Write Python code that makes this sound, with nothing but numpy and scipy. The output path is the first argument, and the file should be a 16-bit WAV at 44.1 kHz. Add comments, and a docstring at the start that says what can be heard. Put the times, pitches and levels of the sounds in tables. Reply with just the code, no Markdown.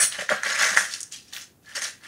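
"""A small room, a cardboard box of beads and loose jewelry close to one microphone, a hand rummaging in it.
Each stroke sets random bead contacts rattling and ringing, and scrapes them over the cardboard.
Heavy pieces knock on damped panel modes; beads click as short coloured bursts; small pieces clink or slide.
Metal modes jingle at the start, fine parts fizz in the top treble, and the hand bumps the hollow box.
Behind it lies a quiet room tone of coloured noise."""
import sys
import numpy as np
from scipy import signal
from scipy.fft import rfft, irfft, next_fast_len
from scipy.io import wavfile
from scipy.ndimage import map_coordinates

SR = 44100
rng = np.random.default_rng(int(sys.argv[2]) if len(sys.argv) > 2 else 0)


def pcm_store(signal):
    """Save signal as 16-bit PCM."""
    levels = np.round(np.clip(np.atleast_2d(signal), -1, 1) * 32767)
    wavfile.write(sys.argv[1], SR, levels.astype(np.int16).T)


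N = 91595

BEAD_RATE, SCRAPE_RATE = 800, 900  # contacts per s
SCATTER_DB = 2.6  # spread of contact sizes


def amp(db):
    """Decibels to gain."""
    return 10 ** (np.asarray(db) / 20)


def unit(x):
    """Scale to rms 1."""
    return x / np.sqrt(np.mean(x ** 2) + 1e-20)


def along(points, hz):
    """Interpolate (Hz, value) points on a log frequency axis."""
    f, v = np.transpose(points)
    return np.interp(np.log(hz + 1), np.log(f + 1), v)


def filtered(x, response):
    """Weight the spectrum of x by a response of frequency."""
    m = next_fast_len(len(x) + 4096)
    spectrum = rfft(x, m) * response(np.fft.rfftfreq(m, 1 / SR))
    return irfft(spectrum, m)[:len(x)]


def highpass(x, hz):
    """Remove what lies below hz."""
    return signal.sosfilt(signal.butter(4, hz, 'high', fs=SR, output='sos'), x)


def resonance(f, hz, width):
    """Response of one damped resonance, peaking at 1."""
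    return 1j * f * width / (hz * hz - f * f + 1j * f * width)


def add(out, s, x):
    """Mix x into out at time s."""
    i = max(0, round(s * SR))
    out[i:i + len(x)] += x[:max(0, N - i)]


def decay(t, t60):
    """Exponential fade, 60 dB down after t60 seconds."""
    return np.exp(-np.log(1000) * t / t60)


def swell(s, rise, hold, fall):
    """Linear rise, hold, then a fall in dB per second."""
    t = np.arange(N) / SR - s
    return np.clip(t / rise, 0, 1) * amp(-fall * np.maximum(t - rise - hold, 0))


def ring(modes, attack_s):
    """Damped modes struck once, their levels a little different at each strike."""
    t = np.arange(SR // 2) / SR
    tones = np.zeros(len(t))
    for hz, db, t60 in modes:
        tones += amp(db + rng.normal()) * decay(t, t60) * np.sin(2 * np.pi * hz * t)
    return tones * (1 - np.exp(-t / attack_s)) ** 2


def contacts(rate):
    """Tiny impacts of random size and sign at random moments."""
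    chance, size, sign = rng.random(N), rng.standard_normal(N), rng.choice([-1, 1], N)
    return (chance < rate / SR) * sign * amp(SCATTER_DB * np.clip(size, -2, 2))


# Colour of the quiet room: f/Hz, level/dB
ROOM_TONE_COLOUR = [(25, -35), (50, -8), (85, 1.5), (300, -1), (500, -9), (3000, -25.5), (15500, -22.5)]
ROOM_TONE_DB = -59.5


def room_tone():
    """Steady noise with the colour of the quiet room."""
    noise = rng.standard_normal(N)
    return amp(ROOM_TONE_DB) * unit(filtered(noise, lambda f: amp(along(ROOM_TONE_COLOUR, f))))


# Reverberation of the small room: f/Hz, t60/s
ROOM_T60 = [(200, 0.2), (1600, 0.31), (6000, 0.26)]
ROOM_DB, EARLY_DB = -8.5, -8.5  # energy against the direct sound
EARLY_T60_S = 0.028


def room(x):
    """Direct sound, quick echoes off lid and table, and the short tail of the room."""
    hz, t, bands = signal.stft(rng.standard_normal(SR // 2), SR, nperseg=256)
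    fading = bands * decay(t, along(ROOM_T60, hz)[:, None])  # each band fades at its own pace
    tail = signal.istft(fading, SR, nperseg=256)[1]
    t = np.arange(len(tail)) / SR
    early = rng.standard_normal(len(t)) * decay(t, EARLY_T60_S) * (t > .003)
    tail = tail * (t > .006)
    echo = amp(EARLY_DB) * early / np.linalg.norm(early) + amp(ROOM_DB) * tail / np.linalg.norm(tail)
    return x + signal.fftconvolve(x, echo)[:N]


# Resonances inside the box: f/Hz, width/Hz, level/dB against the direct sound
BOX_AIR = [(1280, 19, -20.5), (1600, 11, -16), (1640, 18, -10.5)]


def box_air(x):
    """The open box adds narrow resonances."""
    return filtered(x, lambda f: 1 + sum(amp(db) * resonance(f, hz, width) for hz, width, db in BOX_AIR))


# The hand bumps the box: t/s, hollow boom level/dB, wall level/dB
BUMPS = [(0.026, -39, -39), (.185, -37.5, -27), (0.217, -41.5, -25), (.302, -45, -19), (.315, -27, -15.5),
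         (0.461, -45.5, -30), (0.713, -36, -44.5), (0.806, -41.5, -58.5), (1.772, -68, -33.5)]
# Hollow modes of the box: f/Hz, level/dB, t60/s
BOOM_MODES = [(142.2, -7.5, 0.11), (200, 3.5, 0.095)]
# Modes of the box walls: f/Hz, level/dB, t60/s
WALL_MODES = [(476, -3, 0.063), (583.6, 9, 0.035), (739, -4.5, 0.064)]
BUMP_ATTACK_S = 0.0029
BUMP_DETUNE = .025  # relative spread: the pressing hand shifts the modes from bump to bump


def bumps():
    """Soft blows sound the low modes of the box."""
    out = np.zeros(N)
    for s, boom_db, wall_db in BUMPS:
        for modes, db in (BOOM_MODES, boom_db), (WALL_MODES, wall_db):
            pressed = [(hz * np.exp(BUMP_DETUNE * rng.normal()), level, t60) for hz, level, t60 in modes]
            add(out, s, amp(db) * ring(pressed, BUMP_ATTACK_S))
    return out


FINE_RISE_S, FINE_FALL_DB_PER_S = .01, 410  # shared by slithers and slides

# The finest parts slither: start t/s, hold/s, level/dB
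SLITHERS = [(0, 0.051, -36.5), (1.325, .045, -45.5)]
SLITHER_LOW_HZ = 11800


def slither():
    """Fine chain slides: tiny contacts, heard only in the top treble as a thin fizz."""
    fizz = unit(highpass(contacts(BEAD_RATE), SLITHER_LOW_HZ))
    return fizz * sum(amp(db) * swell(s, FINE_RISE_S, hold, FINE_FALL_DB_PER_S) for s, hold, db in SLITHERS)


# A piece slides and sings at its own resonance: start t/s, hold/s, level/dB, f/Hz
SLIDES = [(.34, 0.073, -41, 1620), (1.661, 0.054, -48.5, 1760)]
SLIDE_WIDTH_HZ = 150


def slides():
    """Tiny slips keep one narrow resonance of a sliding piece ringing."""
    out = np.zeros(N)
    for s, hold, db, hz in SLIDES:
        tone = unit(filtered(contacts(SCRAPE_RATE), lambda f: resonance(f, hz, SLIDE_WIDTH_HZ)))
        out += amp(db) * tone * swell(s, FINE_RISE_S, hold, FINE_FALL_DB_PER_S)
    return out


# Modes of the small metal parts: f/Hz, level/dB, t60/s
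METAL_MODES = [(4394, -17, 0.38), (5700, -2, .04), (7910, -4, 0.076), (8090, -4, 0.075), (9190, -3, 0.37),
               (9383, -7.5, 0.059), (9680, 0.5, 0.029)]
JINGLE_DB, JINGLE_RATE = -15.5, 1300  # level; contacts per s
JINGLE_HOLD_S, JINGLE_FALL_DB_PER_S = 0.022, 247


def jingle():
    """Small metal parts strike each other many times at the start and settle."""
    strikes = contacts(JINGLE_RATE)
    glints = unit(signal.fftconvolve(strikes, ring(METAL_MODES, attack_s=0.00011))[:N])
    return amp(JINGLE_DB) * glints * swell(0, 0.0009, JINGLE_HOLD_S, JINGLE_FALL_DB_PER_S)


# Colour of bead contacts, in clicks, clinks and rattle alike: f/Hz, level/dB
BEAD_COLOUR = [(800, -33.5), (2000, -5), (3200, 0.5), (4000, -4), (6500, -1), (8000, -5), (9700, -3.5),
               (10800, -11.5), (15500, -19.5)]
CLICK_T60_S, CLICK_ATTACK_S = .008, .0005
CLICK_OCTAVES = 0.37  # offset from the pitch at which the weight has halved


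def click(hz):
    """One short hard contact: a noise burst weighted around a pitch."""
    t = np.arange(SR // 32) / SR
    burst = rng.standard_normal(len(t)) * decay(t, CLICK_T60_S) * (1 - np.exp(-t / CLICK_ATTACK_S)) ** 2

    def colour(f):
        octaves = np.log2((f + 1) / hz)
        return amp(along(BEAD_COLOUR, f)) / (1 + (octaves / CLICK_OCTAVES) ** 2)

    return 0.052 * unit(filtered(burst, colour))


# Small hard pieces clink with a clear pitch: t/s, level/dB, f/Hz
CLINKS = [(0.188, -23, 3000), (.463, -21.5, 3146), (0.497, -24, 3960), (.52, -21.5, 6760),
          (.529, -28, 6360), (.64, -20.5, 5280), (1.3335, -33, 3560)]
CLINK_T60_S, CLINK_ATTACK_S = .03, .0004


def clinks():
    """A small hard piece ticks and rings on briefly."""
    out = np.zeros(N)
    for s, db, hz in CLINKS:
        add(out, s, ring([(hz, db, CLINK_T60_S)], CLINK_ATTACK_S))
        add(out, s, amp(db) * click(hz))
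    return out


# Beads click together: t/s, gain on a click/dB, f/Hz
CLICKS = [(0.1233, -12, 3600), (0.4335, -10.5, 6300), (0.6, -14.5, 3580), (0.7725, -8.5, 6800),
          (0.9268, -17, 5500), (0.9376, -8, 5100), (1.005, -12, 7060), (1.0125, -14, 7980),
          (1.0305, -10.5, 7100), (1.123, -15.5, 7050), (1.1613, -26, 4940), (1.3344, -19, 3970),
          (1.364, -14.5, 2700)]


def clicks():
    """Single beads hit one another."""
    out = np.zeros(N)
    for s, db, hz in CLICKS:
        add(out, s, amp(db) * click(hz))
    return out


# Heavy pieces knock on the cardboard: t/s, peak level/dB, pitch of the struck spot/ratio to the modes
KNOCKS = [(0.2917, -7, 0.94), (0.3151, -10.5, 0.76), (0.3222, -10.5, .88), (0.3356, -12.5, 0.775),
          (0.4334, -11, 0.95), (0.463, -13, 0.98), (0.5627, -17, 1.2), (0.6316, -7.5, 1.07),
          (0.7727, 1.5, 1), (1.373, -27.5, 0.95)]
# Cardboard panel modes: f/Hz, level/dB, t60/s
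PANEL_MODES = [(1185, -12, 0.0059), (1654, -2.5, 0.005), (1867, -3, 0.0057)]
PANEL_ATTACK_S = .0009
PANEL_LOW_HZ = 850  # the cardboard radiates little below this


def knocks():
    """A heavy piece rings the cardboard for a few cycles; slacker spots sound lower."""
    out = np.zeros(N)
    for s, db, pitch in KNOCKS:
        spot = [(hz * pitch, level, t60) for hz, level, t60 in PANEL_MODES]
        blow = highpass(ring(spot, PANEL_ATTACK_S), PANEL_LOW_HZ)
        add(out, s, amp(db) * blow / np.abs(blow).max())
    return out


TINK_T60_S = 0.045
TINK_LOW_HZ, TINK_HIGH_HZ = 2249, 12013


def tinks(hits, count):
    """Each contact rings one of many beads, each bead with its own pitch."""
    t = np.arange(SR // 16) / SR
    owner = rng.integers(count, size=N)
    spread = (np.arange(count) + rng.random(count)) / count
    pitches = TINK_LOW_HZ + (TINK_HIGH_HZ - TINK_LOW_HZ) * spread
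    tones = decay(t, TINK_T60_S) * np.sin(2 * np.pi * pitches[:, None] * t)
    out = np.zeros(N + len(t))
    for i in np.flatnonzero(hits):
        out[i:i + len(t)] += hits[i] * tones[owner[i]]
    return out[:N]


# Strokes of the hand: start t/s, rise/s, hold/s, fall of the effort/(dB per s),
# beads level/dB, cardboard level/dB, centre of the moved beads f/Hz
STROKES = [(0, 0.00031, 0.041, 388, -23.5, -27.5, 7400), (0.114, 0.0044, 0.038, 271, -38, -37, 3880),
           (0.163, 0.039, 0.016, 338, -33.5, -31.5, 4370), (0.283, 0.015, 0.024, 199, -32, -25.5, 3640),
           (0.422, 0.03, 0.16, 141, -32, -27.5, 4740), (0.57, 0.043, 0.056, 94, -25, -22.5, 5150),
           (0.761, 0.0059, 0.011, 176, -23.5, -22.5, 6600),
           (0.881, 0.057, 0.0082, 225.5, -34.5, -43.5, 5200), (1.109, 0.018, 0.024, 211, -39.5, -54, 4570),
           (1.232, 0.052, 0.09, 192.5, -54, -64, 4970), (1.323, 0.0079, 0.049, 298, -39.5, -44.5, 4930),
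           (1.393, 0.024, 0.0099, 388, -42, -55.5, 5430), (1.618, 0.11, 0.14, 200, -48.5, -50, 4040),
           (1.749, 0.0075, 0.0067, 266.5, -28, -28.5, 5830), (1.811, 0.01, 0.036, 278, -30, -34, 5400),
           (1.997, 0.083, 0.034, 207, -43, -41.5, 3580)]
# Colour of scraped cardboard: f/Hz, level/dB
SCRAPE_COLOUR = [(40, -57.5), (200, -17.5), (320, -26), (560, -10.5), (900, -13.5), (1300, -5), (1650, 1.5),
                 (2000, 3), (2550, -10.5), (3300, -21.5), (6000, -38)]
BEAD_OCTAVES = 0.69  # offset from the centre at which a stroke's beads are 3 dB down
TINK_DB = -4  # ring of the beads against their ticks
SCRAPE_GROWTH = 1.17  # exponent: the scrape follows the effort more steeply than the beads do
SCRAPE_SAG = .07  # share by which the scrape's pitch drops as the effort eases


def rummage():
    """Each stroke stirs its own handful of beads and scrapes them over the cardboard."""
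    out = np.zeros(N)
    scrape = unit(filtered(contacts(SCRAPE_RATE), lambda f: amp(along(SCRAPE_COLOUR, f))))
    for s, rise, hold, fall, bead_db, box_db, hz in STROKES:
        effort = swell(s, rise, hold, fall)
        hits = contacts(BEAD_RATE)
        beads = unit(hits) + amp(TINK_DB) * unit(tinks(hits, count=40))

        def colour(f):
            octaves = np.log2((f + 1) / hz)
            return amp(along(BEAD_COLOUR, f)) / np.hypot(1, octaves / BEAD_OCTAVES)

        rattle = unit(filtered(beads, colour))
        # less effort reads the scraped surface more slowly, from a random starting place
        travel = rng.integers(N) + np.cumsum(1 - SCRAPE_SAG * (1 - effort))
        rub = map_coordinates(scrape, [travel], mode='wrap')
        out += amp(bead_db) * effort * rattle
        out += amp(box_db) * effort ** SCRAPE_GROWTH * rub
    return out


def scene():
    """Everything in the box, heard through the room over its quiet tone."""
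    box = box_air(rummage() + knocks())
    box = box + clicks() + clinks() + slides() + bumps() + jingle() + slither()
    tone = room_tone()
    return (amp(-1.0) * room(box) + tone)[None]


CEILING = .95  # full scale is 1
TOP_HZ = 15750


def record(dry):
    """The highest peaks are gently rounded off below full scale; the recorder keeps nothing above its band
    limit."""
    held = dry[0] / (1 + np.abs(dry[0] / CEILING) ** 6) ** (1 / 6)
    return filtered(held, lambda f: f < TOP_HZ)[None]


dry = scene()
out = record(dry)
pcm_store(out)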